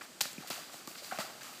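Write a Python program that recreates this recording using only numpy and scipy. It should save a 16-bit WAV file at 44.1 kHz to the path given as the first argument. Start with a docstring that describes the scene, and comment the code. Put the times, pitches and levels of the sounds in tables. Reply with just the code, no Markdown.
"""Forest trail: a horse walks through a shallow muddy puddle.
Each hoof slaps the water (a crackle over a thud); damped, gliding sines add plops, thumps and a clack.
Spray from steps and lifted legs patters back as clicks and small ringing bubbles.
The trees return a faint echo over a soft forest hush."""
import sys
import numpy as np
from scipy import signal
from scipy.fft import rfft, irfft
from scipy.io import wavfile

SR = 44100
rng = np.random.default_rng(int(sys.argv[2]) if len(sys.argv) > 2 else 0)


def bounce(signal):
    """Save signal as a 16-bit WAV file at the path given by the first command-line argument."""
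    frames = np.transpose(np.atleast_2d(signal))
    limited = np.clip(frames, -1, 1)
    pcm = np.round(limited * 32767).astype(np.int16)
    wavfile.write(sys.argv[1], SR, pcm)


N = 70560
TIME_S = np.arange(N) / SR
BIN_HZ = np.maximum(np.arange(N + 1) * SR / (2 * N), 1)

# Band centres in Hz: thud, body, middle, crack or patter, top or fizz.
BANDS_HZ = [250, 700, 1500, 4500, 12000]

# Hooves and thrown water hit the puddle. Each row: start in seconds, hold in seconds,
# then thud, body, middle, crack and top levels in dB per kHz.
HOOF_SLAPS = [ (0.0103, 0.0098, -49.5, -49.5, -43.5, -61, -78),
              (0.2071, 0.0031, -57, -33.5, -35.5, -35, -46), (0.2116, 0.0014, -43, -37, -38.5, -26, -42),
              (0.2166, 0.0048, -47, -65, -56, -42.5, -44), (0.254, 0.0013, -38, -48, -37, -52, -70),
              (0.33, 0.0021, -43, -55, -74, -53.5, -61), (0.472, 0.02, -71, -70, -56, -56, -60.5),
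              (0.5014, .0005, -68, -65, -57, -53, -43), (0.5037, 0.0078, -45.5, -37, -44.5, -43.5, -70),
              (0.558, 0.00069, -62, -77, -64, -49, -69), (0.741, .002, -43, -41, -50, -64, -66),
              (0.8741, 0.00049, -56, -42, -53, -44.5, -53), (0.877, .001, -47, -50, -46, -82, -73),
              (0.953, 0.0037, -48.5, -48, -46.5, -56, -69), (1.045, .002, -55, -47, -59, -47, -75),
              (1.113, 0.0071, -62, -51, -40.5, -61, -82), (1.125, 0.0018, -45, -48, -39, -69, -78),
              (1.1867, 0.0012, -41, -37, -35, -47, -58), (1.204, 0.0038, -55, -32, -49, -51, -83),
              (1.2093, 0.0024, -69, -45, -40, -47.5, -73), (1.409, .012, -55.5, -69, -52, -58, -74),
              (1.432, 0.0015, -63, -60, -53, -52, -59)]
SLAP_ATTACK_S, SLAP_DECAY_S, THUD_ATTACK_S, THUD_DECAY_S = .0002, .0018, .00086, .003
SLAP_LOW_HZ, THUD_TOP_HZ, BODY_TOP_HZ = 136, 421, 2230

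# Water plops, low hoof thumps and a sharp clack. Each row: start in seconds, pitch in Hz,
# glide in octaves per second, peak in dB, decay in seconds.
PLOPS_AND_KNOCKS = [ (0.2085, 794, 2, -32, .0045), (0.2095, 583, 2, -33.5, .005),
                    (0.255, 600, -3, -35, 0.0028), (0.3815, 287, -92, -35.5, 0.0077),
                    (0.381, 2460, -9, -38, 0.0018), (0.4069, 310, -3, -39.5, 0.0026),
                    (0.434, 726, 24, -42.5, 0.0044), (0.446, 743, 3, -40.5, 0.0038),
                    (0.507, 236, -20, -40.5, 0.0058), (0.579, 700, 24, -40, 0.0062),
                    (0.590, 585, 10, -43, .006), (0.876, 1153, 1, -38.5, 0.0043),
                    (0.877, 310, -6, -37.5, 0.0033), (0.909, 655, -7, -44, .004),
                    (1.022, 560, 3, -43, 0.0057), (1.1119, 1440, -26, -36, .006),
                    (1.1225, 741, 2.5, -27, 0.0044), (1.122, 240, -14, -44, 0.0075),
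                    (1.144, 740, -2, -39, 0.013), (1.159, 1370, 10, -43, .003),
                    (1.1872, 623, -2, -26.5, 0.0026), (1.1883, 1320, 4, -28, .0008),
                    (1.189, 223, -9, -38, 0.0067), (1.352, 750, 7, -41.5, 0.0028),
                    (1.493, 765, 13, -44.5, 0.005)]

# Falling spray. Each row: start in seconds, rise in seconds, decay in seconds, bubble level in dB,
# then middle, patter and fizz levels in dB per kHz.
SPRAY_FALLS = [ (0.005, 0.034, 0.018, -53, -56, -61.5, -66.5),
               (0.212, 0.014, 0.058, -58, -51, -46.5, -54.5), (0.370, 0.036, 0.18, -57, -61, -62.5, -72),
               (0.503, 0.0083, 0.1, -48, -49, -51, -57), (0.714, 0.019, 0.093, -59.5, -61.5, -59, -64),
               (0.872, 0.014, 0.11, -58, -76, -61.5, -62), (0.960, 0.025, 0.03, -65, -61, -53.5, -67),
               (1.018, 0.024, 0.29, -57, -61.5, -57.5, -63.5), (1.120, 0.0062, 0.067, -48.5, -48, -64, -68),
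               (1.186, 0.012, 0.049, -44.5, -48, -50, -57), (1.270, 0.023, 0.063, -59, -68, -80, -84),
               (1.404, 0.036, 0.27, -57, -56.5, -61, -64.5)]
SPRAY_LOW_DB, SPRAY_BODY_DB = -13.5, -2.5  # relative to the middle band

# Small bubbles. Each row: pitch in Hz, relative level in dB.
BUBBLE_SPECTRUM = [(450, -22), (600, -11), (740, -3), (950, -3), (1150, 2.5), (1380, 6), (1700, -9.5),
                   (2800, 6.5)]
BUBBLES_PER_S, BUBBLE_T60_CYCLES = 1500, 14

# Tree echo. Each row: frequency in Hz, gain in dB.
ECHO_SPECTRUM = [(200, -16), (1000, -8.5), (5000, -17.5), (14000, -16)]
ECHO_GAP_S, ECHO_T60_S = .011, 1

# Forest hush. Each row: frequency in Hz, level in dB per kHz.
HUSH_SPECTRUM = [(30, -85), (60, -77), (100, -66.5), (170, -59), (280, -55), (450, -57), (700, -59),
                 (1500, -63), (4500, -67), (8000, -67.5), (10000, -71.5), (15000, -75)]

# Microphone peaks and dips. 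Each row: centre in Hz, width in Hz, gain in dB.
MIC_BANDS = [(4060, 340, 2.5), (4635, 57, 6), (4760, 120, 5), (7540, 1700, 3), (9740, 1500, -3),
             (464, 274, -3), (955, 224, -5)]
WATER_LOW_HZ, CUTOFF_HZ = 114, 15150


def hoof_slaps():
    """The surface bursts in a brief dense crackle over a dull thud in the mud."""
    out = np.zeros(N)
    for start_s, hold_s, *levels_db in HOOF_SLAPS:
        crackle = coloured(clicks(per_s=9000, spread_db=-1), list(zip(BANDS_HZ, levels_db)))
        thud_shape = envelope(start_s, THUD_ATTACK_S, hold_s, THUD_DECAY_S)
        slap_shape = envelope(start_s, SLAP_ATTACK_S, hold_s, SLAP_DECAY_S)
        thud = burst(butter(crackle, THUD_TOP_HZ, "low", order=4), thud_shape)
        body = burst(butter(crackle, [THUD_TOP_HZ, BODY_TOP_HZ], "band"), slap_shape)
        crack = burst(butter(crackle, BODY_TOP_HZ, "high", order=4), slap_shape)
        out += butter(thud + body + crack, SLAP_LOW_HZ, "high")
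    return out


def plops_and_knocks():
    """Short damped, gliding tones: water plops, low hoof thumps and a sharp clack."""
    out = np.zeros(N)
    for start_s, pitch_hz, octaves_per_s, peak_db, decay_s in PLOPS_AND_KNOCKS:
        glide_s = np.clip(TIME_S - start_s, 0, .03)
        hz = pitch_hz * 2 ** (octaves_per_s * glide_s)
        phase = 2 * np.pi * np.cumsum(hz * (TIME_S >= start_s)) / SR
        shape = envelope(start_s, rise_s=.00072, hold_s=.00042, decay_s=decay_s)
        out += from_db(peak_db) * np.sin(phase) * shape
    return out


def spray():
    """Droplets patter back on the puddle and stir up bubbles, swelling and dying away."""
    out, gurgle = np.zeros(N), bubbles()
    for start_s, rise_s, decay_s, bubble_db, middle_db, patter_db, fizz_db in SPRAY_FALLS:
        levels_db = [middle_db + SPRAY_LOW_DB, middle_db + SPRAY_BODY_DB, middle_db, patter_db, fizz_db]
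        patter = coloured(clicks(per_s=7800, spread_db=.5), list(zip(BANDS_HZ, levels_db)))
        out += (patter + from_db(bubble_db) * gurgle) * envelope(start_s, rise_s, 0, decay_s)
    return out


def bubbles(pitches=28):
    """Small bubbles ring as damped resonators struck at random; steady stream, unit rms."""
    out = np.zeros(N)
    for hz in np.geomspace(BUBBLE_SPECTRUM[0][0], BUBBLE_SPECTRUM[-1][0], pitches):
        radius = from_db(-60 * hz / (BUBBLE_T60_CYCLES * SR))
        angle_rad = 2 * np.pi * hz / SR
        births = clicks(BUBBLES_PER_S / pitches, spread_db=3.3) + 1e-18
        ring = signal.lfilter([0, np.sin(angle_rad)], [1, -2 * radius * np.cos(angle_rad), radius ** 2],
                              births)
        out += gain_at(BUBBLE_SPECTRUM, hz) * ring
    return unit_rms(out)


def tree_echo(sound):
    """Trunks and leaves scatter a weak, dull echo."""
    shape = envelope(ECHO_GAP_S, rise_s=ECHO_GAP_S, hold_s=0, decay_s=ECHO_T60_S / np.log(1000))
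    tail = clicks(per_s=3000, spread_db=3) * shape
    response = rfft(tail / np.linalg.norm(tail), 2 * N) * gain_at(ECHO_SPECTRUM, BIN_HZ)
    return irfft(rfft(sound, 2 * N) * response)[:N]


def forest_hush():
    """Soft steady noise, strongest in the low mids."""
    return coloured(rng.standard_normal(N), HUSH_SPECTRUM)


def clicks(per_s, spread_db):
    """Random impulses of uneven size and sign."""
    sizes = from_db(spread_db * np.minimum(rng.exponential(1, N), 5))
    return sizes * rng.choice([-1, 1], N) * (rng.random(N) < per_s / SR)


def envelope(start_s, rise_s, hold_s, decay_s):
    """Linear rise, hold, exponential decay."""
    age_s = TIME_S - start_s
    return np.clip(age_s / rise_s, 0, 1) * np.exp(-np.maximum(age_s - rise_s - hold_s, 0) / decay_s)


def burst(sound, shape):
    """Envelope a steady sound, scaled to the expected energy."""
    shaped = sound * shape
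    expected_energy = np.mean(sound ** 2) * np.sum(shape ** 2)
    return shaped * np.sqrt(expected_energy / (np.sum(shaped ** 2) + 1e-30))


def coloured(white, spectrum):
    """Shape a white signal to a spectrum in dB per kHz."""
    bins = rfft(unit_rms(white), 2 * N) * gain_at(spectrum, BIN_HZ)
    nyquist_khz = SR / 2000
    return irfft(bins)[:N] * np.sqrt(nyquist_khz)


def butter(x, hz, kind, order=2):
    """Causal Butterworth filter."""
    return signal.sosfilt(signal.butter(order, hz, kind, fs=SR, output="sos"), x + 1e-18)


def gain_at(spectrum, hz):
    """Gain from (Hz, dB) points, interpolated over log frequency."""
    points_hz, points_db = np.transpose(spectrum)
    return from_db(np.interp(np.log(hz), np.log(points_hz), points_db))


def from_db(db):
    """Decibels to gain."""
    return 10 ** (np.asarray(db) / 20)


def unit_rms(x):
    """Scale to rms 1."""
    return x / np.sqrt(np.mean(x ** 2) + 1e-20)


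def scene():
    """Steps in the water, their echo and the forest; mono."""
    water = butter(hoof_slaps() + plops_and_knocks() + spray(), WATER_LOW_HZ, "high", order=4)
    return (water + tree_echo(water) + forest_hush())[None]


def record(dry):
    """A small microphone adds peaks and dips; a steep low-pass cuts the top."""
    for hz, width_hz, gain_db in MIC_BANDS:
        band = signal.lfilter(*signal.iirpeak(hz, hz / width_hz, fs=SR), dry)
        dry = dry + (from_db(gain_db) - 1) * band
    return signal.sosfilt(signal.ellip(12, .2, 70, CUTOFF_HZ, fs=SR, output="sos"), dry)


dry = scene()
out = record(dry)
bounce(out)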